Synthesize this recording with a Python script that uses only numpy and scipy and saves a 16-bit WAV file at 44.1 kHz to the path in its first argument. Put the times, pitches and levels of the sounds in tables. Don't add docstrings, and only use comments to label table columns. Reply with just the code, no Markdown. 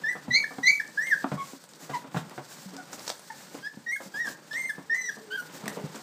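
import sys
import numpy as np
from scipy import signal
from scipy.fft import rfft, irfft
from scipy.io import wavfile

SR = 44100
rng = np.random.default_rng(int(sys.argv[2]) if len(sys.argv) > 2 else 0)


def output_pcm(signal):
    pcm = np.clip(np.atleast_2d(signal).T, -1, 1) * 32767
    wavfile.write(sys.argv[1], SR, np.round(pcm).astype(np.int16))


N = 265482
TIME = np.arange(N) / SR
BINS_HZ = abs(np.fft.fftfreq(4096, 1 / SR))


def amp(db):
    return 10 ** (np.asarray(db) / 20)


def unit(x):
    return x / np.sqrt(np.mean(abs(x) ** 2) + 1e-20)


def read(points, hz):
    f, value = np.transpose(points)
    return np.interp(np.log(hz + 1), np.log(f), value)


def add(mix, start_s, sound):
    part = mix[max(round(start_s * SR), 0):][:len(sound)]
    part += sound[:len(part)]


def arch(t, middle, length):
    return np.cos(np.pi * np.clip((t - middle) / length, -.5, .5))


def wander(size, hz):
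    f = np.fft.rfftfreq(size, 1 / SR)
    return unit(irfft(rfft(rng.standard_normal(size)) / (1 + (f / hz) ** 4), size))


def colour(x, gain_db):
    log_spectrum = np.conj(signal.hilbert(np.log(amp(gain_db))))
    ring = np.fft.ifft(np.exp(log_spectrum)).real
    return signal.oaconvolve(x, ring / np.linalg.norm(ring))[:len(x)]


def burst(decay_s, gain_db, size=8192):
    fade = np.exp(-TIME[:size] / decay_s)
    return unit(colour(rng.standard_normal(size) * fade, gain_db)) * np.sqrt(np.mean(fade ** 2))


def friction(spectrum, catches_per_s, catch_gain, spread_db, clump_db):
    snaps = (rng.random(N) < catches_per_s / SR) * rng.choice([-1, 1], N)
    snaps = snaps * amp(spread_db * np.minimum(rng.exponential(1, N), 4))
    drive = rng.standard_normal(N) + catch_gain * unit(snaps)
    clumps = amp(clump_db * wander(N, hz=32.4))
    return unit(colour(drive * clumps, read(spectrum, BINS_HZ)))


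# (frequency [Hz], gain [dB])
BODY_SPECTRUM = [(18, -98), (30, -59), (59, -16), (113, -10.5), (154, 3), (231, -1), (286, -1), (389, -6),
                 (583, -3), (667, -9.5), (841, -4.5), (962, -7), (3000, -17.5), (3900, -18.5), (6600, -120)]
CLOTH_SPECTRUM = [(600, -40.5), (1500, 4), (2600, -10), (4500, 1.5), (6500, -2), (8400, -1), (9600, -12.5),
                  (15000, -10)]
FUR_SPECTRUM = [(1500, 5.5), (3000, 2), (5000, 6.5), (7500, 9), (9600, -1), (12000, 0.5), (14200, -3.5),
                (16000, 8)]
# (time [s], relative level [dB])
BODY_LEVELS = [(0.0, -51), (0.44, -51.5), (0.87, -53.5), (1.39, -51.5), (1.57, -60), (1.81, -53),
               (2.06, -52), (2.21, -51.5), (2.5, -55), (2.95, -51), (3.14, -57), (3.54, -52), (3.79, -58.5),
               (4.02, -59), (4.16, -52.5), (5.01, -56.5), (5.77, -45), (6.02, -51)]
CLOTH_LEVELS = [(0.0, -61), (0.35, -62.5), (0.57, -56.5), (0.8, -58), (1.19, -56), (1.66, -62),
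                (2.15, -63.5), (2.55, -56), (2.93, -61.5), (3.08, -57), (3.94, -63.5), (4.12, -61.5),
                (4.31, -63.5), (5.0, -62.5), (5.11, -58.5), (5.45, -59), (5.56, -57), (6.02, -57.5)]
# (middle [s], length [s], level [dB])
FUR_STROKES = [(0.53, 0.17, -62), (1.173, 0.11, -52.5), (1.482, 0.202, -46.5), (1.833, 0.106, -46),
               (1.951, 0.176, -48), (2.174, 0.117, -47), (2.527, 0.102, -45), (2.622, 0.126, -48),
               (2.942, 0.0642, -42), (3.05, 0.181, -45), (3.405, 0.143, -48.5), (3.559, 0.109, -48),
               (4.047, 0.103, -46.5), (4.179, 0.108, -47), (4.292, 0.133, -42.5), (4.575, 0.201, -48),
               (5.556, 0.08, -45), (5.96, 0.044, -49.5)]


def rustle(body_db=0.5, cloth_db=5.0, drag_db=-8):
    strokes = sum(amp(db) * arch(TIME, middle_s, length_s) for middle_s, length_s, db in FUR_STROKES)
    shuffling = amp(np.interp(TIME, *np.transpose(BODY_LEVELS)) + body_db)
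    bodies = friction(BODY_SPECTRUM, catches_per_s=58, catch_gain=0.355, spread_db=1.0, clump_db=2)
    bodies *= np.hypot(shuffling, amp(drag_db) * strokes)
    cloth = friction(CLOTH_SPECTRUM, catches_per_s=480, catch_gain=0.407, spread_db=2.5, clump_db=2.03)
    cloth *= amp(np.interp(TIME, *np.transpose(CLOTH_LEVELS)) + cloth_db)
    fur = friction(FUR_SPECTRUM, catches_per_s=2300, catch_gain=0.17, spread_db=10.0, clump_db=0.13)
    return bodies + cloth + fur * strokes


# (frequency [Hz], gain [dB])
THROAT_GAIN = [(3000, -1.5), (4500, -3.5), (5250, -3), (5750, 3.5), (6300, -2.5), (6900, -2.5), (7900, 6),
               (8550, 8.5), (9300, -11.5)]
# (frequency [Hz], gain [dB])
MOUTH_GAIN = [(5000, -3.5), (8500, -2), (10600, -4), (11300, -8.5), (12200, 4), (13200, -3.5),
              (14600, -1.5), (16000, -10.5)]
# (frequency [Hz], gain [dB])
RASP_SPECTRUM = [(2500, -1.5), (3500, -0.5), (4300, -4), (5300, 3), (6600, 12.5), (8300, -29.5),
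                 (10000, -24.5), (12000, -26), (15000, -28.5)]


def vocal_folds(hz, db, octave_db, third_db, shrill_db, rough):
    attack_s, release_s, air_db = 0.00787, 0.0042, -24
    size = len(hz)
    t = TIME[:size]
    third_db = third_db + read(THROAT_GAIN, 3 * hz)
    fourth_db = shrill_db + 4 + read(THROAT_GAIN, 4 * hz)
    upper_db = [shrill_db + read(MOUTH_GAIN, k * hz) for k in range(5, 11)]
    jitter = 0.00551 * wander(size, hz=132.5)
    waver = .012 * rough * wander(size, hz=88.4)
    phase = 2 * np.pi * np.cumsum(hz * (1 + jitter + waver)) / SR
    flutter_rad = (.07 + .18 * rough) * wander(size, hz=480)
    voice = np.zeros(size)
    for k, level_db in enumerate([db, octave_db, third_db, fourth_db, *upper_db], 1):
        shimmer_db = (1.5 + min(k - 1, 4)) * wander(size, hz=34.1)
        harmonic = np.sin(k * phase + (k - 1) * flutter_rad)
        voice += (k * hz < SR / 2) * amp(level_db + shimmer_db) * harmonic
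    puffs = rng.standard_normal(size) * (1 + np.cos(phase))
    air = unit(colour(puffs, read(RASP_SPECTRUM, BINS_HZ)))
    voice += air * rough * amp(octave_db + air_db)
    return voice * np.clip(np.minimum(t / attack_s, (t[-1] - t) / release_s), 0, 1)


# (start [s], length [s], rise [s], first pitch [Hz], top pitch [Hz], last pitch [Hz],
# lift share of climb [0-1], base levels: opening [dB], middle [dB], closing [dB], octave [dB],
# third harmonic [dB], shrill top [dB]; overtone swell [dB], roughness [0-1])
SQUEAL_CALLS = [ (.035, 0.0873, 0.0659, 1737, 1979, 1981, .7, -26.5, -23.5, -30.5, -48, -43, -66, 7, .15),
                (.304, 0.1261, 0.0751, 1920, 2304, 2197, .4, -20.5, -20, -22, -14.5, -32, -61, 36, 0.7),
                (.629, 0.1607, 0.0729, 1929, 2293, 2280, .4, -21.5, -14, -27, -18, -25, -57, 32, .7),
                (0.973, .148, 0.0902, 1613, 2130, 1880, .05, -17.5, -35, -31.5, -55, -44, -58, 2.5, .25),
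                (3.623, 0.0553, 0.0509, 1557, 1736, 1660, .05, -48, -29, -23, -50, -40.5, -85, 11, 0.32),
                (3.862, 0.0957, 0.0752, 1866, 2160, 2105, .75, -28, -29, -27, -52, -50, -63.5, 4.5, .3),
                (4.137, .130, .072, 1591, 1906, 1646, .15, -38, -25, -31.5, -49, -51, -74, -3.5, .35),
                (4.508, .183, 0.074, 1697, 2107, 2070, .4, -33, -27.5, -31.5, -48, -46.5, -62.5, 3, .4),
                (4.896, 0.1937, .064, 1771, 2029, 1898, .35, -18.5, -27.5, -38, -55, -49, -68, -8, .25),
                (5.303, 0.0637, 0.0466, 1476, 1615, 1512, .3, -35, -29.5, -32, -36, -45, -62, 11.5, 1.0)]


def squeals(lift_s=0.0075, swell_s=0.0218, overtone_swell_s=0.0357, octave_fade_db_per_hz=.022):
    out = np.zeros(N)
    for (start_s, length_s, rise_s, first_hz, top_hz, last_hz, lift_share,
         open_db, middle_db, close_db, octave_db, third_db, shrill_db, swell_db, rough) in SQUEAL_CALLS:
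        t = np.arange(0, length_s, 1 / SR)
        push_at_s, overtones_at_s = .76 * rise_s, 0.6875 * rise_s
        lift = (1 + np.tanh((t - push_at_s) / lift_s)) / 2
        climb = (1 - lift_share) * np.minimum(t / rise_s, 1) + lift_share * lift
        sag = np.clip((t - rise_s) / (length_s - rise_s), 0, 1) ** 2.2
        hz = first_hz + (top_hz - first_hz) * climb + (last_hz - top_hz) * sag
        push = np.exp(-((t - push_at_s) / swell_s) ** 2)
        db = np.interp(t, [0, rise_s, length_s], [open_db, middle_db, close_db])
        db += 0.217 * swell_db * (push - .5)
        overtone_db = swell_db * (1 / (1 + ((t - overtones_at_s) / overtone_swell_s) ** 2) - 1)
        octave_db = octave_db + overtone_db - octave_fade_db_per_hz * (hz - first_hz)
        mouth_db = 20 * np.log10(np.clip(t / push_at_s, .05, 1))
        voice = vocal_folds(hz, db, octave_db, third_db + overtone_db, shrill_db + mouth_db, rough)
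        add(out, start_s, voice)
    return out


# (start [s], length [s], first pitch [Hz], last pitch [Hz],
# base levels: fundamental [dB], octave [dB], shrill top [dB])
YELP_CALLS = [(0.122, 0.019, 1760, 1557, -35.5, -65.5, -56.5),
              (0.437, 0.0131, 1847, 1655, -17.5, -46.5, -55.5),
              (.795, 0.01375, 1856, 1633, -20.5, -46, -62.5),
              (1.106, 0.0422, 1947, 1528, -17.5, -47, -67.5),
              (1.370, 0.0657, 1119, 1109, -32, -45.5, -83.5), (1.929, .038, 1052, 909, -29, -38, -73),
              (2.77, 0.0535, 759, 714.6, -45, -43.5, -82), (3.297, 0.0195, 928.3, 865, -36.5, -39, -82),
              (3.954, .020, 1790, 1598, -33.5, -54.5, -57), (4.268, 0.0245, 1635, 1565, -31, -46.5, -67),
              (4.688, 0.0263, 1873, 1612, -27, -49, -54), (5.083, 0.0234, 1910, 1558, -26, -49.5, -61.5),
              (5.367, 0.0526, 1551, 1390, -32, -52, -58)]


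def yelps(edge_gain=0.105, third_db=-22):
    out = np.zeros(N)
    for start_s, length_s, first_hz, last_hz, db, octave_db, shrill_db in YELP_CALLS:
        t = np.arange(0, length_s, 1 / SR)
        hz = np.interp(t, [0, length_s], [first_hz, last_hz])
        swell_db = 20 * np.log10(arch(t, length_s / 2, length_s) + edge_gain)
        levels_db = [base_db + swell_db for base_db in (db, octave_db, db + third_db, shrill_db)]
        add(out, start_s, vocal_folds(hz, *levels_db, rough=1))
    return out


# (time [s], thud pitch [Hz], relative thud level [dB],
# relative slap level [dB], slap cutoff [Hz], decay [s])
LANDINGS = [(.153, 196, -46.5, -37.5, 1530, 0.0198), (.281, 239.2, -27, -35.5, 1476, 0.0103),
            (0.29, 133, -28, -62, 700, 0.0074), (.507, 272, -61, -41, 1480, 0.034),
            (.584, 272.8, -22, -26.5, 1220, 0.00423), (1.148, 188, -47, -52.5, 1200, 0.0142),
            (1.242, 267, -21, -18.5, 1204, 0.00443), (1.317, 148.3, -26.5, -27, 1404, 0.015),
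            (1.338, 181.6, -27.5, -62.5, 1500, 0.0121), (1.533, 272.3, -35, -41, 1290, 0.00657),
            (1.895, 146.4, -38.5, -34, 1730, 0.0297), (2.044, 271.2, -42.5, -42, 1040, 0.0134),
            (2.145, 155.9, -29, -27.5, 1334, 0.0162), (2.162, 162, -21, -30, 1900, 0.0203),
            (2.251, 174, -37.5, -57.5, 1500, 0.0064), (2.31, 200, -55.5, -41, 1920, 0.0228),
            (2.378, 143, -37, -31, 1537, 0.0136), (2.657, 188.7, -39, -70, 1000, 0.0312),
            (2.73, 276.5, -46, -45, 1020, 0.0376), (2.929, 177, -53, -39.5, 2150, 0.0089),
            (3.545, 303.4, -36.5, -35.5, 1590, 0.01106), (3.772, 220, -32, -42.5, 900, 0.0045),
            (4.003, 538, -47, -38, 1580, 0.0172), (4.058, 191, -42, -47.5, 1000, 0.018),
            (4.142, 187.3, -46, -45, 1500, 0.018), (4.272, 224.1, -44, -39.5, 1705, 0.0256),
            (4.781, 172.5, -38, -38, 1100, 0.0145), (5.168, 216.4, -44.5, -42, 855, 0.021),
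            (5.636, 190, -38, -41.5, 1100, 0.0155), (5.664, 210, -34, -36, 2500, 0.0144),
            (5.77, 259, -53, -31, 606, .018), (5.838, 157.2, -29.5, -41.5, 776, .04),
            (5.945, 216.5, -48.5, -40, 2360, 0.0444)]
# (frequency [Hz], gain [dB])
SLAP_SPECTRUM = [(100, -15), (250, 4.5), (420, 4), (850, 2), (1400, 0.5), (2200, -5.5), (4000, -1),
                 (15000, -41.5)]


def bumps(thud_gain_db=3, slap_gain_db=-1, rise_s=0.00102):
    out, t = np.zeros(N), TIME[:8192]
    for start_s, hz, thud_db, slap_db, cutoff_hz, decay_s in LANDINGS:
        thud = np.sin(2 * np.pi * hz * t) * (1 - np.exp(-t / rise_s)) * np.exp(-t / decay_s)
        softness_db = -10 * np.log10(1 + (BINS_HZ / cutoff_hz) ** 5)
        slap = burst(decay_s, read(SLAP_SPECTRUM, BINS_HZ) + softness_db)
        add(out, start_s, amp(thud_db + thud_gain_db) * thud + amp(slap_db + slap_gain_db) * slap)
    return out


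# (time [s], level [dB], decay [s], resonance [Hz])
SCRATCHES = [(0.877, -41, .002, 6500), (1.067, -42, 0.0134, 3250), (1.640, -40, 0.00113, 11000),
             (1.69, -46, .005, 7000), (1.735, -43, 0.0032, 4480), (1.944, -42.5, 0.0242, 4170),
             (2.170, -39, 0.018, 3380), (2.296, -39, 0.00132, 13000), (2.706, -47.5, 0.0032, 5500),
             (2.766, -36, .0028, 5960), (2.855, -47.5, 0.0027, 6000), (2.930, -34.5, 0.0053, 6270),
             (2.994, -35.5, 0.0026, 4730), (3.067, -38.5, 0.009, 5600), (3.078, -25.5, 0.0042, 5200),
             (3.093, -30.5, 0.008, 5950), (3.1015, -20.5, 0.00173, 4500), (3.181, -45.5, .0023, 9000),
             (3.194, -42.5, 0.0049, 10200), (3.55, -44.5, 0.0062, 4880), (4.269, -38.5, 0.0039, 5130),
             (4.289, -38, 0.006, 4700), (4.53, -40, 0.0136, 3760), (4.945, -42, 0.0213, 6480),
             (5.657, -35.5, 0.0059, 2080), (5.679, -25.5, 0.0046, 1866), (5.680, -31, 0.00295, 12140),
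             (5.957, -40, 0.0057, 6650)]
# (frequency [Hz], gain [dB])
PLASTIC_SPECTRUM = [(290, -5), (500, 1.5), (1320, 0), (2200, -7), (3300, -6.5), (4800, -5.5), (6700, -8),
                    (8400, -5), (10000, -16.5), (15000, -19)]


def scrapes(peak_db=11, width_octaves=.38):
    out = np.zeros(N)
    for start_s, db, decay_s, hz in SCRATCHES:
        resonance_db = peak_db * np.exp(-(np.log2((BINS_HZ + 1) / hz) / width_octaves) ** 2)
        add(out, start_s, amp(db) * burst(decay_s, read(PLASTIC_SPECTRUM, BINS_HZ) + resonance_db))
    return out


# (middle [s], length [s], pitch [Hz], relative level [dB])
MOAN_SWELLS = [(4.91, 0.155, 440, -55), (5.079, 0.16, 425, -55), (5.228, 0.0635, 427.6, -43),
               (5.328, 0.134, 425.9, -42.5), (5.707, 0.21, 436.8, -44.5), (5.83, 0.131, 416.3, -43.5)]


def moans(jitter=.012, gain_db=-3, octave_db=-20, tremble_db=2.5):
    times_s, _, pitches_hz, _ = np.transpose(MOAN_SWELLS)
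    hz = np.interp(TIME, times_s, pitches_hz) * (1 + jitter * wander(N, hz=24.6))
    phase = 2 * np.pi * np.cumsum(hz) / SR
    swells = sum(amp(db + gain_db) * arch(TIME, middle_s, length_s)
                 for middle_s, length_s, _, db in MOAN_SWELLS)
    tremble = amp(tremble_db * wander(N, hz=30))
    return swells * tremble * (np.sin(phase) + amp(octave_db) * np.sin(2 * phase))


# (delay [s], relative level [dB])
WALL_ECHOES = [(.0042, -12.5), (.0093, -13), (0.0146, -8), (0.0227, -9.5), (.029, -28.5)]
# (frequency [Hz], T60 [s])
ROOM_T60 = [(150, 0.275), (600, 0.29), (2000, 0.2793), (5000, 0.202), (14000, 0.412)]


def room(x, walls_db, tail_db, build_s=0.0114):
    hz, t, noise = signal.stft(rng.standard_normal(SR // 2), SR, nperseg=256)
    decay = 10 ** (-3 * t / read(ROOM_T60, hz)[:, None])
    _, tail = signal.istft(noise * decay, SR, nperseg=256)
    tail *= np.minimum(TIME[:len(tail)] / build_s, 1) ** 2
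    response = amp(tail_db) * tail / np.linalg.norm(tail)
    for delay_s, db in WALL_ECHOES:
        add(response, delay_s, amp([db + walls_db]))
    return x + signal.fftconvolve(x, response)[:N]


def cut(x, hz, side):
    return signal.sosfilt(signal.butter(4, hz, side, fs=SR, output="sos"), x)


def scene(beam_hz=3200):
    voices = moans() + squeals() + yelps()
    low = signal.sosfiltfilt(signal.butter(4, beam_hz, "low", fs=SR, output="sos"), voices)
    high = signal.sosfiltfilt(signal.butter(4, beam_hz, "high", fs=SR, output="sos"), voices)
    low = room(low, walls_db=-3, tail_db=-7)
    high = room(high, walls_db=-8.5, tail_db=-3) * amp(-1.5)
    contacts = room(bumps() + scrapes(), walls_db=-5.5, tail_db=-7)
    return (low + high + contacts + rustle())[None]


def record(dry, low_cut_hz=103, band_limit_hz=15400):
    band_limit = signal.firwin(511, band_limit_hz, window=("kaiser", 9), fs=SR)
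    return signal.oaconvolve(cut(dry, low_cut_hz, "high"), band_limit[None], "same")


dry = scene()
out = record(dry)
output_pcm(out)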